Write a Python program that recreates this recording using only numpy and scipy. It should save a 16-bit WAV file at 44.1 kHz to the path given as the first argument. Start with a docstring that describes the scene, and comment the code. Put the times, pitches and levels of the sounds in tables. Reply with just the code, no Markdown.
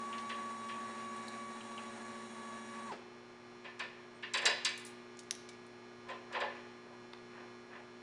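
"""A hard-walled room: a geared motor drives a steel lift column in a wooden cabinet, then brakes.
Shaft tones, gear whine and brush hiss follow one shaft; the gearbox clunks as it stops.
Hands work a pin and bracket at the top of the column: the steel clatters and rings, small parts
click, scrape and squeak, a spring clip snaps shut. The room rings after each knock;
mains hum and air noise go on throughout."""
import sys
import numpy as np
from scipy import signal
from scipy.fft import rfft, irfft, next_fast_len
from scipy.io import wavfile

SR = 44100
rng = np.random.default_rng(int(sys.argv[2]) if len(sys.argv) > 2 else 0)


def store_pcm(level_fs):
    """Save levels as 16-bit WAV."""
    pcm = np.round(np.clip(level_fs, -1, 1) * 32767).astype(np.int16)
    wavfile.write(sys.argv[1], SR, np.atleast_2d(pcm).T)


N = 353682
TIME = np.arange(N) / SR

# shaft tones: multiple of shaft speed, level/dB
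SHAFT_ORDERS = [(2, -79), (4, -54), (5, -73.5), (8, -78), (10, -63), (16, -69.5), (17, -87), (30, -63.5),
                (40, -66.5), (50, -95), (60, -74.5), (68, -75.5), (70, -76.5)]
def motor(shaft_hz=56.63, cut_s=2.884, brake_s=.09, bite=1.4, drive_db=1):
    """One shaft carries tones, whine and hiss; pitch and level fall once the power is cut."""
    speed = np.exp(-(np.maximum(TIME - cut_s, 0) / brake_s) ** bite)  # share of full speed
    angle = 2 * np.pi * np.cumsum(shaft_hz * speed * (1 + .00082 * drift(8.1))) / SR
    tones = np.zeros(N)
    for order, db in SHAFT_ORDERS:
        waver_db = 2.5 * min(order / 20, 1) * drift(3.1)
        tones += amp(db + waver_db) * np.sin(order * angle + 2 * np.pi * rng.random())
    drive = amp(drive_db) * speed ** 2.1
    tonal = drive * np.sqrt(2) * (tones * speed ** 2 + gear_whine(angle, speed) * speed)
    chop = 1 + .17 * np.cos(10 * angle) + .11 * np.cos(2 * angle)  # ten commutator bars
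    hiss = drive * chop * (gear_rub(angle) + brushes(speed))
    return tonal + amp(-2.5) * hiss + amp(-7) * room(hiss)


# gear whine along the travel: t/s, level/dB, dip depth/dB
WHINE_PATH = [(0, -41.5, 0.5), (.8, -42.5, 4), (1.5, -46.5, 8.5), (2.15, -50.5, 12), (2.55, -48.5, 6),
              (2.88, -47, 13)]
def gear_whine(angle, speed, screw_hz=2.917, first_dip_s=.252, strain_db=13, lash_rad=4):
    """The mesh eases once per screw turn; under braking the teeth strain and rattle in their play."""
    at_s, level_db, depth_db = np.transpose(WHINE_PATH)
    dip = abs(np.cos(np.pi * screw_hz * (TIME - first_dip_s))) ** 8.2
    mesh_db = np.interp(TIME, at_s, level_db) - np.interp(TIME, at_s, depth_db) * dip
    braking = 1 - speed
    strain = np.minimum(braking / .16, 1)
    gain = amp(mesh_db + strain_db * strain - 2 + .48 * drift(25))
    return gain * np.sin(20 * angle + lash_rad * braking * drift(90))


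# gear and brush noise: f/Hz, density/dB
RUB_SPECTRUM = [(100, -29), (200, 1), (450, 1), (900, 9), (1300, 1), (1800, 4.5), (2500, -5), (3400, -9.5),
                (4000, -6.5), (5000, -13.5), (7800, -13.5), (10000, -22), (11200, -14.5), (12000, -48)]
def gear_rub(angle, gain_db=-53):
    """The gears rub a little harder once a shaft turn."""
    rub = amp(gain_db) * noise(lambda f: amp(read(RUB_SPECTRUM, f)))
    return rub * (1 + .1 * np.cos(angle) + .25 * drift(20))


# brush whistles: f/Hz, width/Hz, level/dB
BRUSH_WHISTLES = [(2830, 70, -70), (3400, 30, -74), (3860, 50, -69), (5630, 120, -70), (6180, 80, -75),
                  (6750, 70, -68), (7330, 170, -72), (8320, 60, -75), (8450, 120, -70), (9000, 170, -74),
                  (9530, 120, -72), (10150, 140, -79), (10680, 90, -85)]
def brushes(speed):
    """The brushes whistle with jittering pitch and fade as the shaft slows."""
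    out = np.zeros(N)
    for hz, width_hz, db in BRUSH_WHISTLES:
        pitch_hz = hz * speed + .5 * width_hz * drift(102)
        out += amp(db) * np.sqrt(2) * np.sin(2 * np.pi * np.cumsum(pitch_hz) / SR)
    return out * speed ** 2


# gearbox knock: f/Hz, density/dB
CLUNK_SPECTRUM = [(120, -31), (220, -1), (350, -6), (500, 1), (750, -2), (1000, -6.5), (1500, -5.5),
                  (2500, -16), (4000, -18), (9000, -37), (12000, -46.5)]
def clunk(at_s=2.91, level_db=-40.5, swell_s=.013, t60_s=.11):
    """The gearbox takes up its play as it stops: one dull, short knock."""
    t, out = np.arange(16384) / SR, np.zeros(N)
    body = noise(lambda f: amp(read(CLUNK_SPECTRUM, f)), len(t))
    add(out, at_s, amp(level_db) * body * swell_decay(t, swell_s, t60_s))
    return out + amp(-4) * room(out)


# modes of column and bracket: f/Hz, level/dB, t60/s
COLUMN_MODES = [(409, -7, .35), (515, -5, .3), (571, 2, .35), (721, -7, .5), (850, -10, .3), (958, -7, .35),
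                (1028, 2, .3), (1500, -10, .35), (1647, -8, .45), (1725, -5, .45), (1776, 0, .5),
                (1870, -9, .4), (2005, -9, .55), (2309, -6, .55), (2474, -6, .45), (2536, -6, .4),
                (2630, -7, .45), (2821, -3.5, .5), (3213, -9, .4), (3481, -5, .45), (3903, -3, .3),
                (3984, -5, .45), (4510, -7, .4), (4640, -8, .35), (4755, -5, .3), (5000, -5, .45),
                (5351, -11, .35), (7400, -4, .1), (7540, -1, .09), (8400, -17, .3)]
def steel(f, width_hz=42, lift_db=6):
    """Gain of the column: its modes stand out of a flat response."""
    return 1 + amp(lift_db) * sum(amp(db) * resonance(f, hz, width_hz) for hz, db, _ in COLUMN_MODES)


def column_ring(t, band_hz, band_db, swells_s):
    """The modes swell and ring on; each blow shares its force among them anew."""
    scatter_db = 2 * rng.standard_normal(len(COLUMN_MODES))
    out = np.zeros(len(t))
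    for (hz, db, t60_s), offset_db in zip(COLUMN_MODES, scatter_db):
        force_db = read(list(zip(band_hz, band_db)), hz) + offset_db
        rise = 1 - np.exp(-t / read(list(zip(band_hz, swells_s)), hz))
        out += rise * amp(db + force_db - 60 * t / t60_s) * np.cos(2 * np.pi * (hz * t + rng.random()))
    return out


# dense clatter of the steel: low/Hz, high/Hz, swell/s, t60/s
CLATTER_BANDS = [(412, 1140, 0.029, 0.24), (945, 2060, 0.014, 0.17), (1580, 3260, 0.0098, 0.24),
                 (3090, 4520, 0.004, 0.12), (5060, 7770, .001, 0.057)]
# per clatter band: share of bass lift, share of treble lift
LIFT_SHARES = [(1, 0.011), (0.36, 0.049), (0.019, 0.033), (0, 0.69), (0.032, 0.76)]
# blows: t/s, strength/dB, bass lift/dB, treble lift/dB, free ring/dB (low when a hand damps the steel)
BLOWS = [ (0.127, -49, -5, -22, -12), (0.292, -41, -8.5, -15, -14), (0.686, -43, -29, -19, -6),
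         (3.642, -47, -7, -34, 9), (3.7925, -37.5, -10, -15, 0), (4.2246, -39, -21, -36, -8),
         (4.336, -33.5, -12.5, -5, 3.5), (4.346, -38.5, -10, -10, -4), (4.372, -40.5, -9.5, 1, -8),
         (4.419, -39, -5, -16, 3), (4.4544, -28, -7.5, 1, 3), (4.648, -33, -20.5, 5, -1.5),
         (6.085, -48, 2.5, -19, -7), (6.100, -48.5, 1.5, -19, 1), (6.325, -45.5, 1.5, -14.5, -16),
         (6.344, -37.5, 1, -35, -16), (6.402, -36, 0, -23.5, 3.5), (6.552, -55, -5, -20, -8)]
def knocks(ring_db=-8):
    """The tick comes at once; the lower bands swell as the blow spreads down the column."""
    t, clatter, ring = np.arange(32768) / SR, np.zeros(N), np.zeros(N)
    colour = steel(np.fft.rfftfreq(len(t), 1 / SR))
    lows_hz, highs_hz, swells_s, _ = np.transpose(CLATTER_BANDS)
    band_hz = np.sqrt(lows_hz * highs_hz)
    for at_s, strength_db, bass_db, treble_db, free_db in BLOWS:
        band_db = strength_db + np.array(LIFT_SHARES) @ [bass_db, treble_db]
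        for (low_hz, high_hz, swell_s, t60_s), db in zip(CLATTER_BANDS, band_db):
            band = noise(lambda f: colour * passband(f, low_hz, high_hz), len(t))
            add(clatter, at_s, amp(db) * band * swell_decay(t, swell_s, t60_s))
        add(ring, at_s, column_ring(t, band_hz, band_db + free_db, swells_s))
    return clatter + amp(-9.5) * room(clatter) + amp(ring_db) * ring


# spring clip resonances: f/Hz, width/Hz, level/dB
CLIP_MODES = [(1700, 500, -15), (2500, 700, -15), (3200, 400, -12), (4150, 550, -4), (6100, 950, 0),
              (9100, 1400, -12), (11000, 400, -8), (13100, 400, -11)]
def clip_snap(at_s=5.3098, gain_db=-20.5, crack_t60_s=.005, ring_t60_s=.028):
    """The spring clip gives one hard crack and a brief ring; it is too small to give bass."""
    t, out = np.arange(4096) / SR, np.zeros(N)
    decay = amp(-60 * t / crack_t60_s) + amp(-12 - 60 * t / ring_t60_s)
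    crack = burst(lambda f: sum(amp(db) * resonance(f, hz, width) for hz, width, db in CLIP_MODES), decay)
    add(out, at_s, amp(gain_db) * crack)
    out = signal.sosfilt(signal.butter(2, 1500, "highpass", fs=SR, output="sos"), out)
    return out + amp(-11.5) * room(out)


# hardware clicks: t/s, level/dB, f/Hz, width/octaves, t60/s
PART_CLICKS = [(0.129, -44.5, 2940, 0.22, 0.077), (0.181, -44, 3210, 0.58, .06),
               (1.164, -56, 8800, 0.21, .04), (1.281, -40.5, 4050, 0.1, 0.028),
               (1.284, -48, 8500, 0.45, 0.034), (1.608, -50.5, 2870, 0.19, 0.097),
               (1.779, -44, 2780, 0.16, 0.1), (4.777, -42, 8600, 0.94, 0.034),
               (4.796, -53, 8800, .4, 0.076), (4.850, -42, 9250, 0.79, 0.044),
               (4.863, -48, 8750, 0.86, 0.14), (5.171, -53, 5970, 0.39, 0.021),
               (5.191, -44.5, 5300, 0.67, 0.049), (5.489, -47, 4420, 0.78, 0.053),
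               (5.49, -55, 2280, 0.041, 0.17), (5.665, -63, 8730, .4, 0.047),
               (7.1354, -43, 1390, 0.46, 0.021), (7.133, -43, 3380, 0.39, 0.017)]
def clicks():
    """Small parts snap together in the fingers, too light to ring the column."""
    t, out = np.arange(8192) / SR, np.zeros(N)
    for at_s, db, hz, octaves, t60_s in PART_CLICKS:
        add(out, at_s, amp(db) * burst(lambda f: hump(f, hz, octaves), amp(-60 * t / t60_s)))
    return out + amp(-9) * room(out)


# metal sliding on metal: middle t/s, half length/s, level/dB, f/Hz
SLIDES = [(1.012, 0.03, -56, 2490), (2.754, 0.042, -56.5, 1600), (4.456, 0.017, -41, 600),
          (6.094, 0.019, -49, 905), (6.319, 0.0076, -47, 990), (6.925, 0.055, -56.5, 814),
          (7.385, 0.047, -54.5, 1400), (7.753, 0.032, -50, 1360), (7.421, .04, -56, 700),
          (7.773, 0.051, -56.5, 550)]
def scrapes(octaves=.72, grain_db=2):
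    """Uneven friction of the bracket, coloured by the column."""
    t, out = np.arange(16384) / SR, np.zeros(N)
    middle_s = t[-1] / 2
    for at_s, half_s, db, hz in SLIDES:
        rub = noise(lambda f: steel(f) * hump(f, hz, octaves), len(t))
        add(out, at_s - middle_s, amp(db) * rub * np.exp(-.5 * ((t - middle_s) / half_s) ** 2))
    out *= amp(grain_db * drift(150) - 2)
    return out + amp(-8) * room(out)


def pin_squeak(at_s=4.168, half_s=.027, top_hz=8520, sag_hz=280, level_db=-74):
    """The pin squeals faintly as it turns: one thin arch of pitch."""
    turn = np.clip((TIME - at_s) / half_s, -3, 3)
    pitch_hz = top_hz - sag_hz * turn ** 2
    return amp(level_db) * np.exp(-turn ** 4) * np.sin(2 * np.pi * np.cumsum(pitch_hz) / SR)


# strong hum lines: harmonic number, level/dB
HUM_LINES = [(2, -69.5), (4, -59.5), (6, -57), (7, -65), (12, -81.5), (14, -72.5), (18, -70.5), (20, -67),
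             (24, -72), (28, -68), (38, -74.5), (58, -76), (70, -73.5), (92, -78), (94, -81.5)]
# fine buzz: f/Hz, level per line/dB
BUZZ_SPECTRUM = [(60, -91), (200, -86), (500, -80), (1500, -80.5), (2500, -80.5), (3600, -87), (4400, -84),
                 (5000, -88.5), (5500, -84.5), (6200, -93.5), (6800, -92), (7400, -101), (9000, -102),
                 (11000, -115)]
def mains(mains_hz=59.98, odd_cut_db=11, uneven_db=6, scatter_rad=1.28):
    """Strong low hum lines and a fine buzz that snaps twice in each mains cycle."""
    harmonics = np.arange(1, 185)
    db = read(BUZZ_SPECTRUM, harmonics * mains_hz) - odd_cut_db * (harmonics % 2)
    db += uneven_db * np.clip(rng.standard_normal(len(db)), -2, 2)
    for harmonic, level_db in HUM_LINES:
        db[round(harmonic) - 1] = level_db
    cycle = np.linspace(0, 1, 8192)
    phases = scatter_rad * rng.standard_normal((len(db), 1))
    wave = amp(db) @ np.cos(2 * np.pi * np.outer(harmonics, cycle) + phases)
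    return np.sqrt(2) * np.interp(TIME * mains_hz % 1, cycle, wave) * amp(.81 * drift(1.8))


# air noise: f/Hz, density/dB
AIR_SPECTRUM = [(20, -5), (45, -13), (80, -4.5), (150, 3), (300, 3.5), (900, 3.5), (1700, -2), (2600, -7),
                (4200, -13.5), (5000, -15.5), (8000, -24.5), (10000, -28), (11200, -34), (12200, -47)]
def air(level_db=-58.5):
    """Steady wash of room air."""
    return amp(level_db + .11 * drift(2)) * noise(lambda f: amp(read(AIR_SPECTRUM, f)))


# room decay: f/Hz, t60/s
ROOM_DECAY = [(200, 1), (600, 0.75), (2000, 1), (4000, 0.76), (7000, 0.48), (11000, 0.37)]
# first wall echoes: delay/s, level re tail/dB
WALL_ECHOES = [(.0095, -8), (0.0155, -6), (.042, -5.5)]
def room(x):
    """A few distinct wall echoes and a tail of sparse reflections, each band dying at its own speed."""
    taps = np.zeros(SR)
    slots = np.arange(350, SR - 20, 20)
    taps[slots + rng.integers(0, 20, len(slots))] = rng.choice([-1., 1.], len(slots))
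    hz, t, spectra = signal.stft(taps, SR, nperseg=256)
    tail = signal.istft(spectra * amp(-60 * t / read(ROOM_DECAY, hz)[:, None]), SR, nperseg=256)[1]
    tail /= np.linalg.norm(tail)
    for delay_s, db in WALL_ECHOES:
        add(tail, delay_s, [amp(db)])
    return signal.fftconvolve(x, tail / np.linalg.norm(tail))[:N]


def amp(db):
    """Decibels to gain."""
    return 10 ** (np.asarray(db) / 20)


def unit(x):
    """Scales to rms 1."""
    return x / np.sqrt(np.mean(x ** 2) + 1e-30)


def read(points, hz):
    """Interpolates a table on a log-frequency axis."""
    f, value = np.transpose(points)
    return np.interp(np.log(hz + 1), np.log(f), value)


def add(mix, at_s, sound):
    """Mixes a sound in, in place."""
    part = mix[max(round(at_s * SR), 0):][:len(sound)]
    part += sound[:len(part)]


def noise(shape, size=N):
    """Noise of rms 1 with spectral gain shape(f)."""
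    n = next_fast_len(size)
    return unit(irfft(rfft(rng.standard_normal(n)) * shape(np.fft.rfftfreq(n, 1 / SR)), n)[:size])


def burst(shape, decay):
    """Decaying noise with the rms of its envelope."""
    return unit(noise(shape, len(decay)) * decay) * np.sqrt(np.mean(decay ** 2))


def drift(rate_hz):
    """Slow random wander, rms about 1."""
    steps = np.linspace(0, N / SR, 2048)
    rolloff = 1 + (np.fft.rfftfreq(len(steps), steps[1]) / rate_hz) ** 2
    return np.interp(TIME, steps, unit(irfft(rfft(rng.standard_normal(len(steps))) / rolloff)))


def swell_decay(t, swell_s, t60_s):
    """Linear rise, exponential fall."""
    return np.minimum(t / swell_s, 1) * amp(-60 * np.maximum(t - swell_s, 0) / t60_s)


def hump(f, hz, octaves):
    """A bell on the log-frequency axis."""
    return np.exp(-.5 * (np.log2((f + 1) / hz) / octaves) ** 2)


def resonance(f, hz, width_hz):
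    """A peak of height 1."""
    return 1 / (1 + (2 * (f - hz) / width_hz) ** 2)


def passband(f, low_hz, high_hz):
    """Band gain, steeper on the low side."""
    return 1 / np.sqrt((1 + (low_hz / (f + 1)) ** 20) * (1 + (f / high_hz) ** 10))


def scene():
    """All sources, mono."""
    steady = motor() + clunk() + mains() + air()
    return (steady + knocks() + clicks() + clip_snap() + pin_squeak() + scrapes())[None]


def record(dry, edge_hz=15300):
    """The microphone is dull in the top treble; then the band limit."""
    hz = np.linspace(0, SR / 2, 513)
    colour = amp(read([(10400, -1.5), (11200, -19.5), (12200, -32), (13500, -13), (15000, -19)], hz))
    dull = signal.oaconvolve(dry, signal.firwin2(255, hz, colour, fs=SR)[None], "same")
    lowpass = signal.firwin(511, edge_hz, window=("kaiser", 9), fs=SR)
    return signal.oaconvolve(dull, lowpass[None], "same")


dry = scene()
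out = record(dry)
store_pcm(out)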